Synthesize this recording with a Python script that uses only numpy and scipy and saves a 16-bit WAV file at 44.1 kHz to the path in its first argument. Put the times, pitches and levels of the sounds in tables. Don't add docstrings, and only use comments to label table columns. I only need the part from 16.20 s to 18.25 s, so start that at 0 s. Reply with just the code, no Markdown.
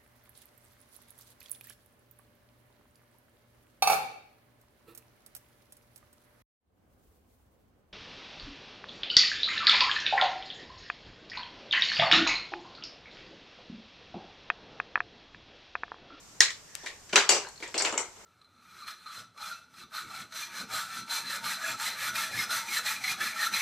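import sys
import numpy as np
from scipy import signal
from scipy.fft import rfft, irfft, next_fast_len
from scipy.io import wavfile
from scipy.ndimage import uniform_filter1d

SR = 44100
rng = np.random.default_rng(int(sys.argv[2]) if len(sys.argv) > 2 else 0)


def unload_audio(sound):
    columns = np.transpose(np.atleast_2d(sound))
    steps = np.round(np.clip(columns, -1, 1) * 32767)
    wavfile.write(sys.argv[1], SR, steps.astype(np.int16))


def undo_db(level):
    steps = np.asarray(level, float) / 20
    return 10 ** steps


N = 90404
CONTACT_N = 1 << 15
TAIL_N = CONTACT_N // 2
ROOM_TOP_HZ, TOP_HZ = 14300, 15900


def unit(x):
    return x / np.sqrt(np.mean(x ** 2) + 1e-20)


def along(points, hz):
    f, v = np.transpose(points)
    return np.interp(np.log(hz + 1), np.log(f + 1), v)


def gain_at(points):
    return undo_db(np.interp(np.arange(N) / SR, *np.transpose(points)))


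def stereo_noise(n, alike, patchy_db, shape, size=256):
    hz, t, z = signal.stft(rng.standard_normal((2, n)), SR, nperseg=size)
    patches = uniform_filter1d(rng.standard_normal(z.shape[1:]), 4, 0)
    patches = uniform_filter1d(patches, 8, 1)
    turn = np.arccos(np.clip(along(alike, hz), -1, 1))[:, None] / 2
    mid, side = z[0] * np.cos(turn), z[1] * np.sin(turn)
    z = np.array([mid + side, mid - side])
    z = z * shape(hz[:, None], t) * undo_db(patchy_db * unit(patches))
    return unit(signal.istft(z, SR, nperseg=size)[1][:, :n])


def resonances(peaks, f, low_hz):
    scatter_db, scatter_ratio = 1.5, .006
    scatter = rng.standard_normal((len(peaks), 2))
    modes = []
    for k, (hz, width_hz, db) in enumerate(peaks):
        gain = (-1) ** k * undo_db(db + scatter_db * scatter[k, 0])
        centre_hz = hz * (1 + scatter_ratio * scatter[k, 1])
        damping = 1j * f * width_hz
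        modes.append(gain * damping / (centre_hz ** 2 - f * f + damping))
    modes = np.array(modes) * (1j * f / (low_hz + 1j * f)) ** 3
    power = np.sum(abs(modes) ** 2, 0)
    return np.array([modes.sum(0), np.sqrt(power)]) / np.sqrt(power.mean())


# freq_hz, density_db_per_hz
HUSH_COLOUR = [(25, -7), (80, -1), (300, -5.5), (1000, -7), (3500, -13), (7300, -5.5), (10000, -20.5),
               (14200, -22.5)]
# freq_hz, left_right_likeness
HUSH_ALIKE = [(60, 0.84), (240, 0.34), (950, 0.52), (3770, 0.057), (15000, 0.06)]


def hush():
    colour = lambda hz, t: undo_db(along(HUSH_COLOUR, hz)) * (hz < ROOM_TOP_HZ)
    return undo_db(-53.5) * stereo_noise(N, HUSH_ALIKE, 1.2, colour, size=2048)


# time_s, level_db
RUSTLE = [(0, -85), (.11, -60), (.19, -81), (.5, -64), (.6, -51), (.75, -77), (1.3, -71), (1.5, -59),
          (1.9, -72), (2.05, -70)]
# freq_hz, density_db_per_hz
CLOTH_COLOUR = [(1500, -40), (4000, 55), (6000, 73), (7300, -77), (8500, -39), (12000, -57)]
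# freq_hz, left_right_likeness
ROOM_ALIKE = [(300, 0.99), (1000, 0.92), (3000, 0.25), (8000, 0.012)]


def cloth():
    colour = lambda hz, t: undo_db(along(CLOTH_COLOUR, hz)) * (hz < ROOM_TOP_HZ)
    return gain_at(RUSTLE) * stereo_noise(N, ROOM_ALIKE, 3.5, colour)


# time_s, level_db
RUB = [(.44, -83), (.49, -61), (.55, -57.5), (.6, -52.5), (.66, -53), (.75, -63), (.82, -75)]
# freq_hz, width_hz, level_db
RUB_WALL = [(1080, 360, -13), (1810, 110, 14), (2600, 600, -17)]


def rub():
    colour = lambda hz, t: resonances(RUB_WALL, hz[:, 0], 600)[1, :, None] * (hz < ROOM_TOP_HZ)
    return gain_at(RUB) * stereo_noise(N, ROOM_ALIKE, 1.7, colour, size=1024)


# freq_hz, t60_s
ROOM_DECAY = [(200, 0.11), (500, 0.33), (2000, 0.27), (6000, 0.25), (12000, 0.17)]


def room_tail():
    gap_s, rise_s = 0.00083, 0.0028
    decay = lambda hz, t: undo_db(-60 * t / np.clip(along(ROOM_DECAY, hz), .05, .6))
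    tail = stereo_noise(TAIL_N, ROOM_ALIKE, 2.2, decay) / np.sqrt(TAIL_N)
    since_s = np.clip(np.arange(TAIL_N) / SR - gap_s, 0, 1)
    return tail * (1 - np.exp(-since_s / rise_s))


def blow_spectrum(blow_s):
    t = np.arange(CONTACT_N) / SR
    blow = rfft(rng.standard_normal(CONTACT_N) * (t / blow_s) * np.exp(-t / blow_s))
    return blow / np.sqrt(uniform_filter1d(abs(blow) ** 2, size=600) + 1e-9)


# freq_hz, width_hz
BROAD_WALL = (1370, 1500)
# freq_hz, width_hz
BROAD_CRACK = (4600, 4400)
# freq_hz, left_minus_right_db
TREBLE_LEFT = [(6200, 0), (8000, 11), (10000, 13), (12000, 9)]
# freq_hz, left_lead_rad
TREBLE_FLIP = [(4000, 0), (8000, 1.05), (11500, 3.5)]


def contacts(rows, air, wall, crack, blow_s, gain_db, wet_db, cut_hz, pan_db, damping, top_hz=ROOM_TOP_HZ):
    out = np.zeros((2, N + CONTACT_N))
    t, f = np.arange(CONTACT_N) / SR, np.fft.rfftfreq(CONTACT_N, 1 / SR)
    side = np.array([[.5], [-.5]])
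    shade_db = along(TREBLE_LEFT, f)
    lead = np.exp(1j * side * along(TREBLE_FLIP, f))

    def damped(peaks, broad):
        return [(hz, w + hz * abs(damping), db) for hz, w, db in peaks] + [(*broad, -5.5)]

    for start_s, wall_db, hollow_db, crack_db, sharp_db in rows:
        blow = blow_spectrum(blow_s)
        parts = np.array([
            undo_db(wall_db) * resonances(damped(wall, BROAD_WALL), f, cut_hz),
            undo_db(hollow_db + 11.5) * resonances(air, f, 53),
            undo_db(crack_db + 10) * resonances(damped(crack, BROAD_CRACK), f, 2170)])
        body = parts[:, 0].sum(0)
        spread = np.linalg.norm(parts[:, 1], axis=0)
        direct = blow * body * (f < top_hz) * undo_db(sharp_db + side * (pan_db + shade_db)) * lead
        room_gain = undo_db(wet_db + side * (0.5 + 0.95 * shade_db))
        room = room_gain * spread * (f < ROOM_TOP_HZ) * rfft(room_tail(), CONTACT_N)
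        sound = irfft(direct + room, CONTACT_N) * np.clip(6 - 10 * t, 0, 1)
        out[:, round(start_s * SR):][:, :CONTACT_N] += undo_db(gain_db) * sound
    return out[:, :N]


# freq_hz, width_hz, level_db
HELD_AIR = [(353, 162, -0.5), (470, 310, -2), (956, 154, -2.5)]
# freq_hz, width_hz, level_db
TAP_WALL = [(1070, 130, 1), (1880, 110, 5), (2350, 100, 3)]
TAP_CRACK = [(3660, 900, 4.2)]
# start_s, pitch_hz, width_hz, level_db
POPS = [(0.957, 4760, 160, -10.5), (0.9631, 4010, 120, -17), (1.007, 4860, 80, -43),
        (1.248, 1560, 110, -30.5), (1.268, 4250, 160, -37), (1.2868, 6960, 4000, -34.5),
        (1.359, 4250, 200, -43), (1.376, 4300, 130, -42.5), (1.477, 7300, 600, -36.5),
        (1.424, 323, 40, -33.5), (0.205, 1160, 150, -21.5), (0.2045, 80, 200, -35.5), (0.26, 400, 60, -41),
        (0.66, 3700, 1200, -31.5), (1.0906, 7600, 500, -15), (1.27, 900, 250, -33),
        (1.434, 2100, 50, -31.5), (1.584, 1590, 35, -27), (1.645, 2670, 120, -26), (1.7242, 1310, 120, -26),
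        (1.778, 2140, 50, -25), (0.668, 2220, 120, -35), (0.972, 1400, 60, -16), (0.934, 1100, 150, -26),
        (1.094, 940, 200, -23), (1.14, 404, 25, -28)]


def pops():
    out = 0
    for start_s, pitch_hz, width_hz, level_db in POPS:
        out = out + contacts([(start_s, level_db, -99, -99, 0)], HELD_AIR, [(pitch_hz, width_hz, 18)],
                             TAP_CRACK, blow_s=0.001, gain_db=16, wet_db=-1, cut_hz=pitch_hz / 2,
                             pan_db=4.5, damping=0)
    return out


# start_s, wall_db, hollow_db, crack_db, sharp_db
TAPS = [
    (0.3039, -29, -75, -35, 3.5),
    (0.6327, -46, -43, -42, -7),
    (0.661, -21.5, -45, -35, -2.5),
    (0.6703, -34, -58, -46, 7),
    (0.7, -47, -72, -63, -4),
    (1.4006, -40, -45, -44.5, -1),
    (1.4245, -21.5, -42.5, -42, -2),
    (1.4392, -32, -50, -47, 2),
    (1.4796, -47, -44, -47, 1.5),
]


def taps():
    return contacts(TAPS, HELD_AIR, TAP_WALL, TAP_CRACK, blow_s=0.0015, gain_db=14.5,
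                    wet_db=1, cut_hz=1220, pan_db=1.5, damping=.03)


# start_s, wall_db, hollow_db, crack_db, sharp_db
TICKS = [
    (0.5521, -20, -54, -26.5, -0.6),
]
# freq_hz, width_hz, level_db
TICK_WALL = [(2460, 3600, 0)]
TICK_CRACK = [(6800, 4400, -32.5), (13100, 4500, 3)]


def ticks():
    return contacts(TICKS, HELD_AIR, TICK_WALL, TICK_CRACK, blow_s=0.00049, gain_db=10.5,
                    wet_db=-8, cut_hz=200, pan_db=9, damping=0.049, top_hz=TOP_HZ)


# start_s, wall_db, hollow_db, crack_db, sharp_db
SETTLE = [
    (1.6205, -22.5, -31, -23.5, 1),
    (1.7245, -21.5, -29, -34, -0.89),
    (1.739, -23, -33, -41, -1.5),
    (1.7768, -17.5, -32, -20.5, -0.61),
    (1.79, -21.5, -32.5, -45, -0.57),
    (1.812, -45, -63, -35, -1.6),
]
# start_s, wall_db, hollow_db, crack_db, sharp_db
SHUFFLES = [
    (1.959, -40.5, -47.5, -51, -12),
    (2, -34.5, -46, -60, -7.5),
]
# freq_hz, width_hz, level_db
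SETTLE_WALL = [(900, 53, 5), (1330, 160, 6), (2140, 28, 8.5), (2940, 43, 2)]
SETTLE_CRACK = [(6020, 80, 11.3), (7300, 250, 14), (8240, 71, 8.3)]


def settle():
    return contacts([*SETTLE, *SHUFFLES], HELD_AIR, SETTLE_WALL, SETTLE_CRACK, blow_s=0.00099, gain_db=12,
                    wet_db=1.5, cut_hz=310, pan_db=4, damping=0.047)


# start_s, wall_db, hollow_db, crack_db, sharp_db
TIP = [
    (1.577, -19, -55, -17, -3.5),
    (1.599, -15, -27.5, -34, -2.7),
    (1.609, -24, -32.5, -40, 2),
]
# freq_hz, width_hz, level_db
TIP_WALL = [(880, 60, -8), (1590, 28, -2), (2240, 130, -0.5), (3610, 93, -10)]
TIP_CRACK = [(4470, 110, 11), (4800, 50, 12.6), (5300, 360, 8.6), (7850, 160, 3.7), (8600, 100, 6.1)]


def tip():
    return contacts(TIP, HELD_AIR, TIP_WALL, TIP_CRACK, blow_s=0.0016, gain_db=12,
                    wet_db=0.9, cut_hz=640, pan_db=2.5, damping=0.032)


# start_s, wall_db, hollow_db, crack_db, sharp_db
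ROLL = [
    (1.542, -16, -27, -32.5, -1.4),
    (1.649, -10, -28.5, -21, -2.6),
    (1.671, -19.5, -29, -37, -1.6),
]
# freq_hz, width_hz, level_db
ROLL_WALL = [(1200, 170, -2.5), (2090, 60, -4.5), (2620, 80, -0.5), (2940, 44, -4), (3500, 80, -5.5)]
ROLL_CRACK = [(4300, 110, 5.7), (5300, 100, 3.9), (5850, 100, 4.3), (7260, 180, 6.2)]


def roll():
    return contacts(ROLL, HELD_AIR, ROLL_WALL, ROLL_CRACK, blow_s=0.00091, gain_db=12,
                    wet_db=1.54, cut_hz=530, pan_db=1.5, damping=0.047)


# freq_hz, width_hz, level_db
HOLLOW_AIR = [(139, 61, -14), (260, 164, -9.5), (400, 47.5, 2.5), (566, 49, -4.5), (900, 330, -6.5)]
# start_s, wall_db, hollow_db, crack_db, sharp_db
BOUNCE = [
    (1.091, -6, -21, -8.5, 0.8),
    (1.103, -7.5, -23.5, -33, -2.5),
    (1.123, -29, -21, -17.5, -8),
    (1.145, -14, -26, -21.5, -5),
    (1.164, -18, -28.5, -32, -1.5),
    (1.217, -36, -53, -36, -10),
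]
# freq_hz, width_hz, level_db
BOUNCE_WALL = [(1117, 57, -1), (2050, 22, -7), (2360, 30, 2), (2730, 24, -1.5), (2860, 28, 1)]
BOUNCE_CRACK = [(4750, 180, -0.26), (4700, 29, -0.68), (6060, 74, -0.85), (6800, 59, -1.2),
                (7710, 33, -1.3)]


def bounce():
    return contacts(BOUNCE, HOLLOW_AIR, BOUNCE_WALL, BOUNCE_CRACK, blow_s=0.0013, gain_db=10.5,
                    wet_db=2.5, cut_hz=680, pan_db=2.5, damping=0.039)


# start_s, wall_db, hollow_db, crack_db, sharp_db
FALL = [
    (0.892, -31, -59, -41, -4.5),
    (0.926, -26, -58, -39, 3),
    (0.93, -9.5, -24, -34.5, -0.3),
    (0.937, -30, -30, -33, -6),
    (0.957, 4, -21.5, -12.5, -0.26),
    (0.963, -9, -27, -29, 2),
    (0.977, -11, -26, -45, 6.5),
    (1.006, -12.5, -29.5, -28, -4),
]
# freq_hz, width_hz, level_db
FALL_WALL = [(1320, 880, 6.5), (2190, 25, 1.5), (2410, 28, 6.5), (3040, 91, 1), (3000, 34, -13)]
FALL_CRACK = [(3900, 170, 8.8), (4820, 61, 9.9), (5970, 67, 13.7), (7100, 22, 1.1), (7600, 19, 8.1)]


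def fall():
    return contacts(FALL, HOLLOW_AIR, FALL_WALL, FALL_CRACK, blow_s=0.0014, gain_db=12,
                    wet_db=0.5, cut_hz=900, pan_db=0.5, damping=0.032)


# start_s, wall_db, hollow_db, crack_db, sharp_db
SNAPS = [
    (0.2047, -2, -39, -12, 4.5),
    (0.2064, 0, -31, -12.5, -3.5),
]
# freq_hz, width_hz, level_db
SNAP_WALL = [(1600, 94, -2.5), (1950, 200, 7), (2070, 44, -29), (3450, 2500, -9)]
SNAP_CRACK = [(3980, 410, 7.5), (5400, 310, 8), (6730, 190, 6), (8600, 520, -2.5), (11300, 250, -17)]


def snap():
    return contacts(SNAPS, HELD_AIR, SNAP_WALL, SNAP_CRACK, blow_s=0.00099, gain_db=13.5,
                    wet_db=-2.5, cut_hz=1330, pan_db=0.5, damping=0.043, top_hz=TOP_HZ)


# freq_hz, level_db
MIC = [(60, -7.5), (250, -6), (500, -3.5), (7500, -1.5), (9500, -14), (13000, -19), (15900, -15)]


def scene():
    background = hush() + cloth() + rub()
    bottle = pops() + taps() + ticks() + settle() + tip() + roll() + bounce() + fall() + snap()
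    m = next_fast_len(N + CONTACT_N)
    f = np.fft.rfftfreq(m, 1 / SR)
    colour = undo_db(along(MIC, f)) * (f < TOP_HZ)
    return irfft(rfft(bottle, m) * colour, m)[:, :N] + background


def top_cut(x):
    return signal.sosfilt(signal.butter(12, 15920, fs=SR, output="sos"), x)


def record(dry):
    mix = dry / (1 + abs(dry) ** 8) ** (1 / 8)
    return top_cut(mix)


dry = scene()
out = record(dry)
unload_audio(out)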